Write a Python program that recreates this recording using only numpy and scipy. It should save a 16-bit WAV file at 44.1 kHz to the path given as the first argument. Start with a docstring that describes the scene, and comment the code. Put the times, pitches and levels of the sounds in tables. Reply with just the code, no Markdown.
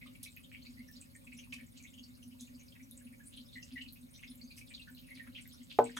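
"""Wet clay squelches under fingers and a sponge on a slowly turning electric potter's wheel in a small studio.
Each squelch is a cluster of ringing bubbles from a torn film of slip; snaps are struck resonances.
Stick-slip makes the fingertip squeak, and filtered random grains make the rub and crackle.
The wheel drones and throbs as filtered noise and short tone beads; sines make the motor hum.
Near the end something is set down on a table: a sum of decaying modes gives a hollow knock."""
import sys
import numpy as np
from scipy import signal
from scipy.fft import rfft, irfft
from scipy.io import wavfile
from scipy.ndimage import uniform_filter1d

SR = 44100
rng = np.random.default_rng(int(sys.argv[2]) if len(sys.argv) > 2 else 0)


def transcribe(signal):
    """Save signal, clipped to [-1, 1], as a 16-bit WAV file at the path in sys.argv[1]."""
    frames = np.atleast_2d(signal).T
    limited = np.clip(frames, -1, 1)
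    pcm = np.round(limited * 32767).astype(np.int16)
    wavfile.write(sys.argv[1], SR, pcm)


N = 264159
TOP_HZ = 15950  # upper band edge of the sound


def undb(db):
    """Logarithmic level: decibels to amplitude gain."""
    return 10 ** (np.asarray(db) / 20)


def level(x, db):
    """Root-mean-square normalization: scale to an rms level."""
    return x * undb(db) / np.sqrt(np.mean(x ** 2))


def add(out, x, s):
    """Superposition: mix x into out from time s on."""
    i = int(np.clip(s * SR, 0, N - 1))
    out[..., i:i + x.shape[-1]] += x[..., :N - i]


def shape(x, points):
    """Spectral weighting by (f/Hz, gain/dB) points joined on a log-frequency axis."""
    hz, db = np.transpose(points)
    f = np.fft.rfftfreq(x.shape[-1], 1 / SR) + 1  # 1 Hz keeps the logarithm finite
    gain = undb(np.interp(np.log(f), np.log(hz), db))
    return irfft(rfft(x) * gain, x.shape[-1])


def ring(x, hz, width_hz):
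    """Resonance: a damped second-order system with gain 1 at its centre."""
    b, a = signal.iirpeak(hz, hz / width_hz, fs=SR)
    return signal.lfilter(b, a, x)


def walk(rate):
    """Low-pass random process: a smooth wander of rms 1."""
    k = int(SR / rate)
    steps = np.repeat(rng.standard_normal(N // k + 1), k)
    smooth = uniform_filter1d(uniform_filter1d(steps, k), k)
    return level(smooth[:N], 0)


def fade(t, t60):
    """Exponential damping: decay by 60 dB in t60 seconds."""
    return np.exp(-np.log(1000) * t / t60)


def stereo(mid, side):
    """Sum and difference: left and right from mid and side."""
    return np.array([mid + side, mid - side])


def grains(per_s, scatter_db):
    """Shot noise: clicks at chance times, most of them faint and a few strong."""
    chance, size = rng.random(N), rng.standard_exponential(N)
    sign = rng.choice([-1, 1], N)
    return (chance < per_s / SR) * sign * undb(scatter_db * np.minimum(size, 4))


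def room(x, wet_db, side_db, t60=0.15):
    """Reverberation: direct sound plus a short diffuse tail, less wide at long wavelengths."""
    t = np.arange(SR // 2) / SR
    mid, side = rng.standard_normal((2, len(t))) * fade(t, t60) * (t > .004)
    tail = stereo(mid, undb(side_db) * shape(side, [(250, -12), (600, -2.0)]))
    tail /= np.sqrt(np.sum(tail ** 2) / 2)
    wet = signal.fftconvolve(x.mean(0)[None], tail, axes=1)[:, :N]
    return x + undb(wet_db) * wet


# spectrum of drive rumble and faint hiss: (f/Hz, relative density level/dB)
FLOOR_SPECTRUM = [(20, -48), (36, -1.5), (60, 0.5), (100, 2.5), (150, -3), (210, -2.5), (310, -13),
                  (400, -23), (620, -27.5), (800, -31), (1300, -30), (3000, -36), (7000, -28.5),
                  (12000, -24), (16000, -27.5)]
# spatial spread of that floor: (f/Hz, side-to-mid level/dB)
FLOOR_WIDTH = [(40, 0), (100, -9), (220, -2), (400, 4), (900, 10.5), (2400, 9.5), (4500, 4), (6000, 2.5),
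               (7500, -23)]


def floor(level_db=-63, waver_db=1):
    """Broadband noise: rumble of the drive that wavers slightly, under an even hiss."""
    mid, side = shape(rng.standard_normal((2, N)), FLOOR_SPECTRUM)
    both = stereo(mid, shape(side, FLOOR_WIDTH)) * undb(level_db) / np.std(mid)
    rumble = signal.sosfilt(signal.butter(1, 300, fs=SR, output="sos"), both)
    return both + rumble * (undb(waver_db * walk(7.1)) - 1)


# mains hum and belt tones of the motor: (f/Hz, rms level/dB)
HUM_TONES = [(83.6, -85.5), (120, -72.5), (167, -73.5)]


def motor(waver_db=2, drift_hz=0.802, side_db=-10):
    """Tonal radiation: mains hum, belt tones and the thin whine of the speed control."""
    out = 0
    whine = (12025, -85.5)  # f/Hz, rms level/dB
    for hz, db in HUM_TONES + [whine]:
        phase = 2 * np.pi * np.cumsum(hz + drift_hz * walk(2.5)) / SR
        tone = stereo(np.sin(phase), undb(side_db) * np.cos(phase))
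        out = out + level(tone * undb(waver_db * walk(33)), db)
    return out


def load_db(turn_hz=1.344, heavy_spot_s=0.016, swing_db=1.5, flutter_db=1.0):
    """Periodic modulation: the load on the wheel peaks once a turn, and flutters."""
    t = np.arange(N) / SR
    swing = swing_db * np.cos(2 * np.pi * turn_hz * (t - heavy_spot_s))
    return swing + flutter_db * walk(35.0)


def splash_pan(load, hz=545, width_hz=55, db=-78.5, follow=0.22, flutter_db=5):
    """Sympathetic resonance: the splash pan sings along faintly in fluttering puffs."""
    song = ring(ring(rng.standard_normal((2, N)), hz, width_hz), hz, 2 * width_hz)
    puffs_db = follow * load + flutter_db * np.tanh(2 * walk(32))
    return level(song * undb(puffs_db), db)


# resonances of the wheel's frame: (f/Hz, nominal width/Hz before widening, relative level/dB)
FRAME_MODES = [(247.7, 15, -1.5), (231.3, 15, -10.5), (274.3, 7.5, -11)]


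def frame_noise(widen=1.7):
    """Modal superposition: noise through every resonance of the frame."""
    out = 0
    for hz, width, db in FRAME_MODES:
        width = widen * width
        mode = ring(ring(rng.standard_normal(N), hz, width), hz, width)
        out = out + undb(db) * level(mode, 0)
    return out


def wheel(load, drive_db=-61.5, evenness=0.46, side_db=-19, frame_hz=248, frame_width_hz=48):
    """Forced vibration: bearing roughness rings the frame, swelling with the load of each turn."""
    mid, side = frame_noise(), frame_noise()
    # the drive pushes more steadily than pure chance would
    power = np.maximum(uniform_filter1d(mid ** 2, SR // 20), 1e-6)
    mid = mid / power ** (evenness / 2)
    drone = stereo(level(mid, 0), level(side, side_db)) * undb(drive_db + load)
    return ring(drone, frame_hz, frame_width_hz)


# beads of the throbbing drone: (t/s, peak level/dB before the common gain)
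THROB_BEADS = [(0.065, -48.5), (0.116, -56), (0.166, -60), (0.597, -48), (0.696, -52), (0.765, -47),
               (0.807, -42.5), (0.971, -50), (1.178, -65), (1.295, -54.5), (1.354, -50), (1.406, -52.5),
               (1.514, -51), (1.569, -49), (1.636, -45), (1.76, -51), (1.827, -54.0), (1.977, -51.5),
               (2.019, -49.5), (2.097, -58), (2.28, -45), (2.332, -50.5), (2.367, -56), (2.43, -43),
               (2.517, -53.5), (2.558, -48), (2.673, -58), (2.83, -47), (2.871, -60), (2.911, -53.5),
               (2.957, -52), (3.065, -45.5), (3.113, -49.5), (3.259, -50), (3.376, -48), (3.409, -48.5),
               (3.573, -49), (3.647, -51.0), (3.739, -40.5), (3.809, -48.5), (3.881, -48), (4, -53),
               (4.045, -48), (4.256, -50.5), (4.312, -46.5), (4.393, -50), (4.449, -44), (4.634, -50),
               (4.721, -56), (4.912, -49), (4.942, -48), (5.034, -53.0), (5.063, -49), (5.172, -45.5),
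               (5.244, -57), (5.293, -46), (5.343, -56), (5.432, -53.5), (5.474, -56), (5.615, -45.5),
               (5.728, -60), (5.97, -52)]


def throbs(hz=246.6, half_width_s=0.017, gain_db=-1.5, detune=0.029, balance_db=0.1):
    """Amplitude modulation: the main frame tone swells and dies in beads, each a little off pitch."""
    out, t = np.zeros((2, N)), np.arange(-(SR // 16), SR // 16) / SR
    sides_db = np.array([[balance_db], [-balance_db]]) / 2
    chances = rng.uniform(-0.8, 1, (len(THROB_BEADS), 2))
    for (s, db), (pitch, phase) in zip(THROB_BEADS, chances):
        tone = np.sin(2 * np.pi * hz * (1 + detune * pitch) * t + np.pi * phase)
        bead = tone * np.exp(-(t / half_width_s) ** 2)
        add(out, undb(db + gain_db + sides_db) * bead, s + t[0])
    return out


# modes of the table, broad thuds of its top among them: (f/Hz, relative level/dB, t60/s)
TABLE_MODES = [(120, -32, 0.24), (245.3, -29, 0.54), (307, -29, 0.24), (360.4, -24.5, 0.14),
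               (420, -6.5, 0.086), (447, 5.5, 0.038), (462.7, -16.5, 0.19), (500, 1, 0.043),
               (596.4, -7, 0.11), (697, -0.5, 0.029), (723, -5.5, 0.067), (765, 10, 0.035),
               (801, -6.5, 0.069), (835, 4, 0.045), (935, -15.5, 0.1), (1027, -14.5, 0.07),
               (1070, 17, 0.0075), (1144, -26, 0.099), (1310, -27.5, 0.1), (1505, -27.5, 0.12),
               (1565, 4.5, 0.008)]
# the thing set down lands, then rocks onto its other edge: (t/s, gain level/dB)
KNOCK_BLOWS = [(5.788, -10), (5.7987, -23.5)]


def knock(build_s=0.0077, crack_db=-26, crack_hz=1600, crack_t60=0.0073, waver_db=3.5):
    """Modal impact: a dull crack, then table modes that build as the wave crosses the top."""
    out, t = np.zeros((2, N)), np.arange(SR // 2) / SR
    body = 0
    for hz, db, t60 in TABLE_MODES:
        # each ring wavers in level at random, more so as it dies away
        wander = level(uniform_filter1d(rng.standard_normal(len(t)), SR // 90), 0)
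        waver = undb(waver_db * (1 - fade(t, 0.29)) * wander)
        body = body + undb(db) * np.sin(2 * np.pi * hz * t) * fade(t, t60) * waver
    for s, db in KNOCK_BLOWS:
        burst = rng.standard_normal(len(t)) * fade(t, crack_t60)
        crack = ring(ring(burst, crack_hz, 380), crack_hz, 540)
        crack = crack / np.std(crack[:SR // 200])
        blow = body * (1 - np.exp(-t / build_s)) + undb(crack_db) * crack
        add(out, undb(db) * blow, s)
    return out


def rattle(db=-78, hz=2900, width_hz=1500, t60=0.08):
    """Secondary impacts: the first blow sets loose tools on the table chattering faintly."""
    since = np.arange(N) / SR - KNOCK_BLOWS[0][0]
    clicks = np.array([grains(820, 2.4), grains(1200, 2.4)])
    clicks = clicks * (since > 0) * fade(np.abs(since), t60)
    return level(ring(ring(clicks, hz, width_hz), hz, 2 * width_hz), db)


# activity of the faint wet patter between the squelches: (t/s, relative level/dB)
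WET_ACTIVITY = [(0, -0.5), (1.4, 0), (2.2, -1.5), (3.0, -2), (3.7, 1), (4.05, -2), (4.2, 3), (4.6, -3),
                (5.4, 4), (5.65, 4.5), (5.99, 17)]


def activity_db(s):
    """Envelope: how busy the wet patter is at time s, interpolated in decibels."""
    return np.interp(s, *np.transpose(WET_ACTIVITY))


def film(db=-78, hz=3600, patchy_db=5):
    """Crackling noise: the wet skin of the pot lets off random resonant grains in patches."""
    busy_db = activity_db(np.arange(N) / SR) + patchy_db * walk(24.04)
    clicks = np.array([grains(700, 1.5), grains(700, 5)])
    crackle = ring(ring(clicks, hz, 3200), hz, 4600)
    return level(crackle * undb(busy_db), db)


# sharp snaps of wet clay, and at last clicks of tools: (t/s, peak level/dB before the common gain, f/Hz)
SHARP_SNAPS = [(.231, -32.5, 10900), (0.3645, -38, 13200), (0.3645, -59, 2420), (0.516, -46, 2330),
               (.6615, -44.5, 4300), (.9137, -43, 14000), (1.0143, -37, 7800), (1.525, -38.5, 2960),
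               (1.8255, -46, 7200), (2.399, -50, 6500), (2.9115, -37.5, 10700), (2.9794, -51, 7960),
               (3.374, -46, 3540), (3.925, -41, 12200), (4.229, -48, 2640), (4.356, -44.5, 12400),
               (4.903, -46, 14100), (4.9493, -43, 13700), (4.997, -47, 14000), (5.014, -47, 13800),
               (5.42, -43.5, 9080), (5.4765, -38.5, 13000), (5.4765, -62, 2980), (5.705, -48, 3660),
               (5.727, -50, 7040), (5.7885, -40.5, 13200), (5.8423, -35, 7550), (5.854, -39, 8300),
               (5.904, -46.5, 7700), (5.968, -40, 3330), (5.9692, -53, 11500)]


def snaps(gain_db=-2.0, t60=0.0074, width=0.16, splash=0.44):
    """Impulse response: each snap or click is a sharp tick in a short burst of noisy splash."""
    out, t = np.zeros((2, N)), np.arange(SR // 50) / SR
    for s, db, hz in SHARP_SNAPS:
        burst = (t == 0) + splash * rng.standard_normal(len(t)) * fade(t, t60)
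        snap = ring(ring(burst, hz, width * hz), hz, 2 * width * hz)
        add(out, snap / np.abs(snap).max() * undb(db + gain_db), s)
    return out


def rub(db=-75, low_hz=2200, step_octaves=0.387, tilt_db=-1.5, grip_db=-1.0, patchy_db=6.0):
    """Friction noise: the sponge grips and slides in gritty swishes that shift in colour."""
    grip = activity_db(np.arange(N) / SR) + grip_db * np.tanh(walk(13))
    out = 0
    for k in range(6):
        hz = low_hz * 2 ** (step_octaves * k)
        clicks = np.array([grains(1500, 1.7), grains(1100, 2)])
        grit = ring(ring(clicks, hz, .3 * hz), hz, .3 * hz)
        patches = patchy_db * np.minimum(walk(32), 1.5)
        out = out + level(grit * undb(grip + patches), tilt_db * k)
    return level(out, db)


# a fingertip squeaks on the wet neck of the pot: (t/s, f/Hz, length/s, peak level/dB before common gain)
FINGER_SQUEAKS = [(3.554, 2005, .06, -46), (3.754, 1994, 0.068, -46.5), (3.807, 2810, 0.03, -46),
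                  (5.106, 2068, .05, -55), (5.198, 1900, .025, -46)]


def squeaks(gain_db=-2, waver=0.0314, rough_db=2.0, attack_s=0.0056):
    """Stick-slip oscillation: a fingertip settles into a short wavering tone, then loses its grip."""
    out, wander, grit = np.zeros((2, N)), walk(300), walk(220)
    for s, hz, length, db in FINGER_SQUEAKS:
        t = np.arange(int(length * SR)) / SR
        span = slice(int(s * SR), int(s * SR) + len(t))
        phase = 2 * np.pi * np.cumsum(hz * (1 + waver * wander[span])) / SR
        grip = np.minimum(t / attack_s, 1) * (1 - t / length)
        add(out, np.sin(phase) * grip * undb(db + gain_db + rough_db * grit[span]), s)
    return out


def squelch(hz, spread, length, bubble_rate=1200, purity=0.52, scatter_db=6.5, glide=0.00031,
            swell_db=11, port_phase=1.61, rise_octaves_per_s=2.1, crest=0.9):
    """Bubble resonance: a tearing film rings tiny bubbles in turn, rising slightly as the cluster drifts."""
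    count = min(4 + int(bubble_rate * length * (1 + 2 * spread)), 64)
    pitch, size, phase, jitter = rng.standard_normal((64, 4))[:count].T[..., None]
    # an even film gives like bubbles that ring long, a ragged one short mixed ticks
    cycles = np.clip(purity / spread, .6, 6)
    t = np.arange(int(10 * cycles / hz * SR) + 2) / SR
    progress = (np.arange(count)[:, None] + .5 + np.tanh(jitter) / 2) / count
    scatter = 1.195 * spread * np.tanh(.65 * pitch)
    drift = rise_octaves_per_s * length * (progress - .5)
    f = np.clip(hz * 2 ** (scatter + drift), 700, 15500)
    age = f * t / cycles
    turn = 2 * np.pi * f * t * (1 + glide * np.minimum(age, 10))
    # the tear gathers pace, then runs out
    strength = undb(scatter_db * size + swell_db * np.sin(np.pi * progress ** crest))
    bubbles = strength * np.sqrt(f) * age * np.exp(-age)
    # reflections from the splash pan bring the lower bubbles to the two sides out of step
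    apart = port_phase * phase * np.where(f < 6000, 1, .12) / 2
    when = ((length * progress * SR).astype(int) + np.arange(len(t))).ravel()
    out = np.array([np.bincount(when, (bubbles * np.sin(turn + lag)).ravel())
                    for lag in (apart, -apart)])
    return out * np.sqrt(2 * length * SR / np.sum(out ** 2))


def fizz(count, centre_hz, octaves, spread, length, db, scatter_db, hands_off_s=5.65):
    """Bubble noise: faint small squelches go on wherever clay slides under skin, till the hands lift."""
    out = np.zeros((2, N))
    for k, (when, pitch, size) in enumerate(rng.uniform(-0.9, 1, (count, 3))):
        s = (k + .5 + when / 2) / count * hands_off_s
        hz = centre_hz * 2 ** (octaves * pitch)
        gain = undb(db + activity_db(s) + scatter_db * size)
        add(out, gain * squelch(hz, spread, length), s)
    return out


# the loudest squelches, under the fingers and at last on the tools:
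# (t/s, centre f/Hz, relative pitch spread, length/s, level/dB before the common gain)
SLIP_TEARS = [(.008, 2230, 0.18, 0.025, -50), (0.057, 1134, 0.11, 0.0082, -57.5),
              (0.063, 2900, 0.4, 0.022, -56), (0.147, 2370, 0.18, 0.015, -55),
              (0.228, 4400, 0.49, 0.032, -51), (.229, 9150, 0.62, 0.013, -45.5),
              (0.254, 2340, 0.14, 0.015, -48.5), (0.273, 3870, 0.13, 0.02, -58),
              (0.317, 8100, 0.15, 0.011, -59), (0.366, 2355, 0.17, 0.01, -48.5),
              (0.433, 3370, 0.16, 0.022, -57), (0.515, 2490, 0.24, 0.058, -51.5),
              (0.558, 2900, 0.19, 0.027, -61), (0.609, 2920, 0.17, .02, -65),
              (.62, 4370, 0.084, 0.012, -55), (.647, 2460, 0.2, 0.027, -57.5),
              (.65, 4240, 0.14, 0.026, -55.5), (0.732, 4880, 0.1, .02, -65.5),
              (0.767, 2050, 0.074, 0.045, -55.5), (0.78, 4390, 0.1, 0.021, -64),
              (0.871, 5600, 0.095, .02, -61.5), (0.877, 1850, 0.085, 0.016, -57),
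              (0.923, 5430, 0.093, 0.027, -57.5), (0.953, 4280, 0.18, 0.029, -55),
              (1.006, 7740, 0.13, 0.018, -55.5), (1.016, 2640, 0.2, 0.016, -61),
              (1.15, 1970, 0.17, 0.01, -53), (1.158, 8700, 0.12, 0.013, -55.5),
              (1.238, 7900, 0.13, 0.017, -63), (1.265, 2360, 0.15, 0.015, -51.5),
              (1.318, 2420, 0.19, 0.016, -49.5), (1.328, 8100, 0.15, 0.018, -60.5),
              (1.365, 5900, 0.13, 0.045, -57), (1.377, 2690, .3, 0.032, -52.5),
              (1.372, 10300, 0.11, 0.012, -56.5), (1.429, 2550, 0.12, 0.026, -56.5),
              (1.521, 2357, .11, 0.015, -40.5), (1.522, 5350, 0.97, 0.025, -49.5),
              (1.525, 1120, 0.062, 0.0063, -59), (1.544, 2600, .2, 0.036, -53.5),
              (1.582, 2170, 0.26, 0.037, -54.5), (1.759, 2880, 0.16, 0.024, -60.5),
              (1.763, 4180, 0.16, 0.031, -59.5), (1.77, 6500, 0.24, 0.018, -56.5),
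              (1.794, 2530, 0.094, .018, -58), (1.826, 6900, 0.19, 0.032, -59),
              (1.836, 2350, 0.18, 0.03, -54), (1.866, 3600, 0.14, 0.023, -59.5),
              (1.933, 3040, 0.16, 0.018, -58), (1.932, 6650, .15, 0.014, -63),
              (1.975, 3010, .13, 0.028, -53), (1.984, 6640, 0.13, 0.019, -63),
              (2.028, 4890, 0.16, 0.024, -54), (2.138, 4530, 0.16, 0.028, -64.5),
              (2.221, 2820, 0.17, 0.017, -58.5), (2.226, 5800, 0.11, 0.027, -62),
              (2.311, 2860, 0.17, 0.028, -63.5), (2.388, 3830, 0.16, 0.078, -60),
              (2.397, 7500, 0.56, 0.037, -52.5), (2.469, 2740, 0.16, 0.022, -60.5),
              (2.538, 4800, 0.094, 0.024, -61.5), (2.588, 6240, 0.13, 0.028, -60.5),
              (2.589, 2470, 0.29, 0.042, -64), (2.68, 4800, 0.16, 0.013, -58),
              (2.719, 3120, 0.15, 0.013, -57), (2.751, 2170, 0.26, 0.016, -57.5),
              (2.795, 2140, 0.23, 0.02, -57.5), (2.826, 5950, 0.082, 0.016, -62),
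              (2.91, 3760, 0.069, 0.017, -59), (2.969, 7960, 0.18, 0.019, -53),
              (3.005, 1625, .12, 0.013, -64.5), (3.046, 9700, 0.087, 0.015, -60.5),
              (3.066, 2690, 0.19, 0.019, -58.5), (3.124, 2165, 0.2, 0.024, -59.5),
              (3.194, 1620, 0.11, 0.016, -56.5), (3.253, 9000, 0.16, 0.041, -53),
              (3.322, 3170, 0.37, 0.041, -56), (3.366, 3400, 0.27, 0.027, -50.5),
              (3.363, 9500, .1, 0.012, -57), (3.4, 4340, .13, 0.02, -59.5), (3.445, 5120, 0.13, 0.041, -64),
              (3.479, 3770, 0.086, 0.019, -59.5), (3.52, 4000, 0.16, 0.035, -54.5),
              (3.556, 2016, 0.1, 0.028, -47.5), (3.619, 5830, 0.21, 0.025, -51.5),
              (3.623, 2735, 0.062, 0.011, -49.5), (3.699, 3350, 0.44, 0.048, -60),
              (3.756, 2010, 0.095, 0.019, -45), (3.772, 2900, 0.063, 0.021, -51.5),
              (3.774, 2090, .16, 0.012, -45), (3.808, 2920, 0.098, 0.012, -43),
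              (3.81, 3850, 0.29, 0.015, -57), (3.817, 7700, 0.21, 0.015, -62),
              (3.854, 2710, .15, 0.017, -54), (3.876, 4100, 0.22, 0.018, -52.5),
              (3.929, 12800, 0.17, 0.013, -51), (3.955, 2430, 0.19, 0.024, -61),
              (4.136, 3770, 0.18, 0.038, -58.5), (4.141, 5800, 0.13, .045, -59.5),
              (4.17, 8100, 0.087, .016, -65), (4.182, 2580, 0.19, 0.029, -59.5),
              (4.228, 2470, 0.26, 0.018, -47), (4.269, 5130, 0.088, 0.027, -58.5),
              (4.27, 3520, 0.13, 0.022, -58), (4.297, 9860, 0.083, 0.022, -56),
              (4.307, 3630, 0.23, 0.016, -58), (4.411, 4450, 0.098, 0.02, -52),
              (4.402, 2380, 0.11, 0.01, -66), (4.435, 6280, .1, .018, -62),
              (4.471, 4630, 0.075, 0.023, -59.5), (4.509, 4200, 0.13, 0.02, -54),
              (4.502, 2500, 0.1, 0.02, -54), (4.566, 5420, 0.22, 0.033, -55.5),
              (4.564, 10500, 0.33, 0.041, -56), (4.57, 2440, 0.31, 0.028, -56.5),
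              (4.607, 2460, 0.11, 0.013, -51.5), (4.668, 4200, 0.27, .022, -59.5),
              (4.688, 8200, 0.14, 0.023, -58.5), (4.701, 2430, 0.26, 0.032, -54),
              (4.737, 3940, 0.19, 0.019, -44), (4.767, 3320, 0.19, 0.021, -55.5),
              (4.791, 2670, 0.068, .019, -50.5), (4.813, 4030, .18, 0.021, -53),
              (4.87, 1626, 0.16, 0.024, -53), (4.945, 4130, 0.11, 0.015, -61),
              (4.966, 3620, 0.32, 0.039, -56), (5.03, 2700, 0.12, 0.026, -64.5),
              (5.07, 2370, 0.2, 0.042, -58.5), (5.102, 2092, 0.1, 0.026, -49.5),
              (5.153, 2950, 0.45, 0.051, -57), (5.142, 4670, 0.31, 0.026, -60),
              (5.149, 9500, .1, 0.014, -62), (5.193, 1896, 0.093, 0.015, -44),
              (5.233, 1970, 0.26, 0.017, -60), (5.263, 1850, 0.54, .02, -55),
              (5.346, 2980, 0.23, 0.025, -45.5), (5.373, 2500, 0.23, 0.025, -49),
              (5.448, 1850, 0.21, 0.024, -58.5), (5.512, 3530, 0.12, 0.018, -60.5),
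              (5.521, 5500, 0.1, 0.035, -58.5), (5.576, 4040, 0.15, .02, -63),
              (5.602, 3000, 0.15, 0.019, -62.5), (5.698, 3480, 0.42, 0.026, -47.5),
              (5.721, 3700, 0.27, 0.033, -58), (5.84, 8230, 0.11, 0.013, -52.5),
              (5.851, 2450, 0.14, 0.031, -53.5), (5.868, 3720, 0.12, .016, -64),
              (5.891, 1890, 0.18, .01, -49), (5.912, 4730, 0.12, 0.013, -61),
              (5.966, 1720, 0.46, 0.0098, -38), (5.967, 3320, 0.15, 0.012, -41.5),
              (5.961, 8100, 0.5, 0.025, -47)]


def slip(gain_db=-5, spray_db=-19.0, spray_ratio=1.317, spray_spread=0.49, spray_stretch=2.1):
    """Bubble clusters: distinct squelches, each in a looser spray of mostly higher-pitched bubbles."""
    out = np.zeros((2, N))
    for s, hz, spread, length, db in SLIP_TEARS:
        add(out, undb(db + gain_db) * squelch(hz, spread, length), s)
        spray_hz = min(spray_ratio * hz, max(hz, TOP_HZ / 2))
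        spray = squelch(spray_hz, spray_spread, spray_stretch * length)
        add(out, undb(db + gain_db + spray_db) * spray, s - length / 5)
    return out


def scene():
    """Superposition of sources: clay, wheel and table in one small room."""
    load = load_db()
    machine = floor() + motor() + splash_pan(load) + wheel(load) + throbs()
    table = room(knock() + rattle(), wet_db=-11.0, side_db=2.5, t60=0.16)
    ticks = room(film() + snaps(), wet_db=1.5, side_db=7)
    gulps = fizz(count=26, centre_hz=1140, octaves=0.35, spread=0.27, length=0.019, db=-81, scatter_db=6.0)
    smears = fizz(count=120, centre_hz=2900, octaves=0.62, spread=0.13, length=0.017, db=-75.5,
                  scatter_db=2.5)
    smacks = fizz(count=80, centre_hz=5800, octaves=0.665, spread=0.13, length=0.021, db=-76.5,
                  scatter_db=3)
    pops = fizz(count=70, centre_hz=9000, octaves=0.4, spread=0.12, length=0.014, db=-71, scatter_db=5.5)
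    patter = gulps + smears + smacks + pops
    clay = room(rub() + squeaks() + patter + slip(), wet_db=-1.0, side_db=0.5)
    return machine + table + ticks + clay


def record(dry):
    """Mid-side weighting and band limit: wide in the middle range, near mono treble, no extreme top."""
    width = [(600, 5.0), (1500, 1.0), (4500, 1.5), (6000, -5.0), (7500, -32)]  # f/Hz, side gain/dB
    side = shape((dry[0] - dry[1]) / 2, width)
    low_pass = signal.ellip(8, .2, 70, TOP_HZ, fs=SR, output="sos")
    return signal.sosfilt(low_pass, stereo(dry.mean(0), side))


dry = scene()
out = record(dry)
transcribe(out)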